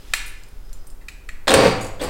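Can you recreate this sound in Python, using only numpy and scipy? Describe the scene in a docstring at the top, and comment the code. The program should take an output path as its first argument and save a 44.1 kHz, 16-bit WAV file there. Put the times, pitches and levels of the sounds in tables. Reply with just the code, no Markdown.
"""Van door lock actuators whirr and clunk twice in a garage workshop: small motors grind their gears
into the sheet-metal doors and the latches knock. Before them a plastic key fob snaps; keys on its ring
clink before and between the lock runs. The hard room rings on over a deep rumble and faint hiss."""
import sys
import numpy as np
from scipy import signal
from scipy.fft import rfft, irfft
from scipy.io import wavfile
from scipy.ndimage import uniform_filter1d

SR = 44100
rng = np.random.default_rng(int(sys.argv[2]) if len(sys.argv) > 2 else 0)


def store_pcm(level_fs):
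    """Save levels as 16-bit WAV."""
    pcm = np.round(np.clip(level_fs, -1, 1) * 32767).astype(np.int16)
    wavfile.write(sys.argv[1], SR, np.atleast_2d(pcm).T)


N = 92433
BASS_HZ = 350


def lock_motors():
    """Gear teeth chatter into the door; the motor whines while it runs."""
    # per run: (time [s], level [dB], treble [dB], bass [dB], whine [dB], whine pitch [Hz])
    runs = [
        [(1.472, -34, -5, -20, -12, 3300), (1.482, -18.5, 9, -20, -1.5, 3400),
         (1.52, -15.5, -13, -10, -18, 3900), (1.55, -12, -31, -1, -16.5, 4700), (1.6, -12.5, -7, 2, -20, 4680),
         (1.665, -12.5, -6, -2.5, -21, 4650), (1.69, -25.5, -2.5, 11.5, -15, 4600)],
        [(1.996, -37.5, -3, -16, -4, 3300), (2.012, -26.5, -0.5, -2, -16, 3600),
         (2.04, -24, -6.5, 1, -17, 4700), (2.07, -29.5, -12, 5.5, -18, 4700), (2.1, -26, -4, 6, -22, 4700)],
    ]
    tooth_rate_hz, scatter_db, treble_hz, whine_width_hz = 5000, 2, 1500, 270
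    t = np.arange(N) / SR
    impacts = rng.random(N) < tooth_rate_hz / SR
    teeth = impacts * undb(scatter_db * rng.exponential(size=N)) * rng.standard_normal(N)
    grind = level(door(teeth), 0)
    bass = signal.lfilter(*signal.butter(2, BASS_HZ, fs=SR), grind)
    treble = signal.lfilter(*signal.butter(1, treble_hz, "high", fs=SR), grind - bass)
    mid = grind - bass - treble
    flutter = signal.lfilter(*signal.butter(2, whine_width_hz / 2, fs=SR), rng.standard_normal(N))
    out = np.zeros(N)
    for run in runs:
        times_s, db, *layers_db, whine_hz = np.array(run).T
        phase = 2 * np.pi * np.cumsum(np.interp(t, times_s, whine_hz)) / SR
        whine = level(flutter, 2.4) * np.sin(phase)
        treble_gain, bass_gain, whine_gain = (undb(np.interp(t, times_s, d)) for d in layers_db)
        envelope = undb(np.interp(t, times_s, db, left=-120, right=-120))
        out += envelope * (mid + treble_gain * treble + bass_gain * bass + whine_gain * whine)
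    return out


def latches():
    """Latches strike the door; returns panel knocks and bright clacks."""
    # (time [s], knock [dB], clack [dB])
    strikes = [(1.4722, -18.5, -32), (1.479, -4.5, -35), (1.506, -5.5, -12), (1.517, -8.5, -24),
               (1.5395, -2, 2), (1.545, -6.5, -10), (1.999, -32, -41), (2.015, -23, -30)]
    body, clack = np.zeros((2, N))
    for start_s, knock_db, clack_db in strikes:
        add(body, start_s, undb(knock_db) * burst(t60_s=0.033))
        add(clack, start_s, undb(clack_db) * burst(t60_s=0.02))
    door_gain = np.std(door(rng.standard_normal(N)))
    knocks = signal.lfilter(*signal.butter(2, BASS_HZ, "high", fs=SR), door(body) / door_gain)
    return knocks, band(clack, hz=8320, width_hz=1630)


def door(x):
    """Sheet metal: a broad response plus its strongest modes."""
    # (frequency [Hz], level [dB])
    spectrum = [(25, -30), (50, -2.5), (120, -4), (300, -4), (600, -8), (1200, -9), (2500, -10),
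                (5000, -20.5), (6500, -31), (8700, -23.5), (12000, -48.5), (16000, -43)]
    # (frequency [Hz], width [Hz], level [dB])
    modes = [(65.6, 25, -1.5), (125.3, 11, -6.5), (240, 37, -4.5), (284, 21, -1), (290.3, 25, -2.5),
             (437, 89, 3), (504, 18.5, 6), (526, 24, 8.5), (750, 36, -18), (1030, 24, -13.5),
             (1170, 16, -33), (2570, 50, -26), (3500, 600, -15.5), (7800, 140, -50)]
    broad = colour(x, spectrum) / undb(max(db for _, db in spectrum))
    rings = sum(undb(db) * band(x, hz, width_hz) for hz, width_hz, db in modes)
    return broad + undb(-0.5) * rings


def fob():
    """Each snap is a tick and a short crackle in the plastic shell."""
    # (time [s], peak [dB], tilt [dB/octave], low cut [Hz], crackle t60 [s], crackle boost [dB])
    snaps = [(.1366, -0.5, 0, 664, 0.035, 3), (1.012, -49, -5, 1400, 0.14, 24.5),
             (1.0843, -24.5, -0.5, 1550, 0.038, 13.5), (1.2889, -24, -3.5, 1510, 0.029, 18)]
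    # (frequency [Hz], level [dB])
    shell = [(300, -22.5), (1000, -12.5), (1500, -6), (1950, 1), (2600, -3), (3200, -15), (3900, -7.5),
             (5000, -15.5), (6500, -19), (7800, -10.5), (9500, -20.5), (16000, -27.5)]
    crackle_base_db = -28
    out = np.zeros(N)
    for start_s, db, tilt, low_hz, t60_s, boost_db in snaps:
        push = undb(crackle_base_db + boost_db) * burst(t60_s)
        push[0] -= 1  # tick
        snap = colour(push, [(hz, d + tilt * np.log2(hz / 2000)) for hz, d in shell])
        low_cut = signal.butter(3, low_hz, "high", fs=SR, output="sos")
        add(out, start_s, peak(signal.sosfilt(low_cut, snap), db))
    return out


def keys():
    """Keys collide: a bright tick, then a rattle in narrow, high modes."""
    # (time [s], ring peak [dB], pitch [Hz], t60 [s], tick peak [dB])
    clinks = [(0.261, -32, 9680, 0.085, -34), (0.28, -35.5, 8740, 0.096, -30),
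              (.436, -45, 7160, 0.025, -35), (.485, -46.5, 8900, 0.027, -51), (.694, -48, 5530, 0.046, -47),
              (0.73, -35.5, 7250, 0.032, -31), (.8695, -37, 8710, 0.046, -42),
              (0.9017, -42, 7600, 0.047, -38), (1.8101, -27.5, 6920, 0.098, -34),
              (1.827, -29.5, 7800, 0.085, -38), (1.846, -30.5, 6750, 0.058, -25),
              (1.868, -36, 7350, 0.17, -26), (2.02, -27, 8130, 0.19, -34), (2.0372, -26, 7620, 0.077, -27)]
    # (pitch ratio [1], level [dB])
    modes = [(.72, -5), (0.998, 10), (1.05, 2), (1.19, 3), (1.33, -2), (1.45, 3), (1.56, -9), (1.68, -17),
             (2.05, -10)]
    out = np.zeros(N)
    for start_s, ring_db, hz, t60_s, tick_db in clinks:
        tick = steep_band(burst(t60_s=0.005), 0.73 * hz, width_hz=9000)
        rattle = burst(t60_s)
        rings = sum(undb(db) * band(rattle, min(hz * ratio, 15500), width_hz=164) for ratio, db in modes)
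        add(out, start_s, peak(rings, ring_db) + peak(tick, tick_db))
    return out


def room(x):
    """Dense echoes off bare walls; the treble dies first."""
    # (frequency [Hz], t60 [s])
    decays = [(100, 1), (300, 0.67), (1000, 0.74), (2500, 0.66), (6000, 0.56), (12000, 0.31)]
    delay_s = 0.005
    tail = sum(steep_band(rng.standard_normal(SR), hz, hz) / np.sqrt(t60_s) * fade(t60_s, length_s=1)
               for hz, t60_s in decays)
    tail /= np.sqrt(np.sum(tail ** 2))
    return signal.fftconvolve(x, np.r_[np.zeros(int(delay_s * SR)), tail])[:N]


def hiss():
    """Treble hiss and one thin, flickering band; both stop abruptly."""
    # (frequency [Hz], density [dB])
    spectrum = [(1000, 2.5), (3000, 7.5), (8000, -1), (15000, -8)]
    # (time [s], level [dB])
    contour = [(0, -55.5), (.13, -49), (.45, -62), (.63, -66), (.75, -61.5), (.937, -70)]
    end_s, release_s = 0.937, 0.002
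    t = np.arange(N) / SR
    broad = steady_noise(spectrum, 0) * undb(np.interp(t, *np.array(contour).T))
    thin = steep_band(rng.standard_normal(2 * N), hz=5060, width_hz=160)[N:]
    flicker_db = drift(rate_hz=8.1)
    gate = np.clip((end_s - t) / release_s, 0, 1)
    return gate * (broad + level(thin, -67.5) * undb(flicker_db))


def background():
    """Deep rumble and steady room noise."""
    # (frequency [Hz], density [dB])
    rumble = [(5, -18), (8, 5), (20, -8.5), (30, -2.5), (50, -18.5), (80, -24), (150, -46), (300, -58)]
    # (frequency [Hz], density [dB])
    room_noise = [(40, -16), (70, -0.5), (150, -4), (400, -7), (700, -13.5), (1500, -16), (2500, -26.5),
                  (4000, -30), (8000, -37.5), (16000, -50.5)]
    return steady_noise(rumble, db=-32.5) + steady_noise(room_noise, db=-53)


def undb(db):
    return 10 ** (np.asarray(db) / 20)


def level(x, db):
    return x * undb(db) / np.sqrt(np.mean(x ** 2))


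def peak(x, db):
    return x * undb(db) / np.abs(x).max()


def colour(x, spectrum):
    """Minimum-phase filter through (frequency [Hz], level [dB]) points."""
    hz, db = np.array(spectrum, float).T
    size = 2 ** 15
    log_hz = np.log(np.maximum(np.fft.rfftfreq(size, 1 / SR), 1))
    cepstrum = irfft(np.interp(log_hz, np.log(hz), db) * np.log(10) / 20)
    cepstrum[1:size // 2] *= 2
    cepstrum[size // 2 + 1:] = 0
    impulse = irfft(np.exp(rfft(cepstrum)))[:size // 2]
    return signal.fftconvolve(x, impulse)[:len(x)]


def band(x, hz, width_hz):
    """One resonance, unity gain at the centre."""
    return signal.lfilter(*signal.iirpeak(hz, hz / width_hz, fs=SR), x)


def steep_band(x, hz, width_hz):
    return band(band(x, hz, width_hz), hz, width_hz)


def add(out, start_s, x):
    i = int(start_s * SR)
    out[i:i + len(x)] += x[:N - i]


def fade(t60_s, length_s):
    return 1000. 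** (-np.arange(int(length_s * SR)) / SR / t60_s)


def burst(t60_s):
    envelope = fade(t60_s, length_s=0.12)
    return envelope * rng.standard_normal(len(envelope))


def steady_noise(spectrum, db):
    return level(colour(rng.standard_normal(2 * N), spectrum)[N:], db)


def drift(rate_hz):
    """Smooth random curve, unit spread."""
    hold = int(SR / rate_hz)
    steps = np.repeat(rng.standard_normal(N // hold + 1), hold)
    smooth = uniform_filter1d(uniform_filter1d(steps, hold), hold)[:N]
    return smooth / smooth.std()


def scene():
    snaps, clinks, motors = fob(), keys(), lock_motors()
    knocks, clacks = latches()
    locks = motors + knocks
    bounce = np.roll(snaps, int(0.0016 * SR))  # echo off a nearby surface
    wet = room(undb(-2) * (locks + snaps) + undb(-11) * clacks + undb(-7.5) * clinks)
    return (locks + clacks + snaps + clinks + bounce + wet + hiss() + background())[None]


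def record(dry):
    """Soft clip, then a steep low-pass."""
    ceiling, top_hz = 1.3, 16000
    low_pass = signal.ellip(12, .2, 90, top_hz, fs=SR, output="sos")
    return signal.sosfilt(low_pass, ceiling * np.tanh(dry / ceiling))


dry = scene()
out = record(dry)
store_pcm(out)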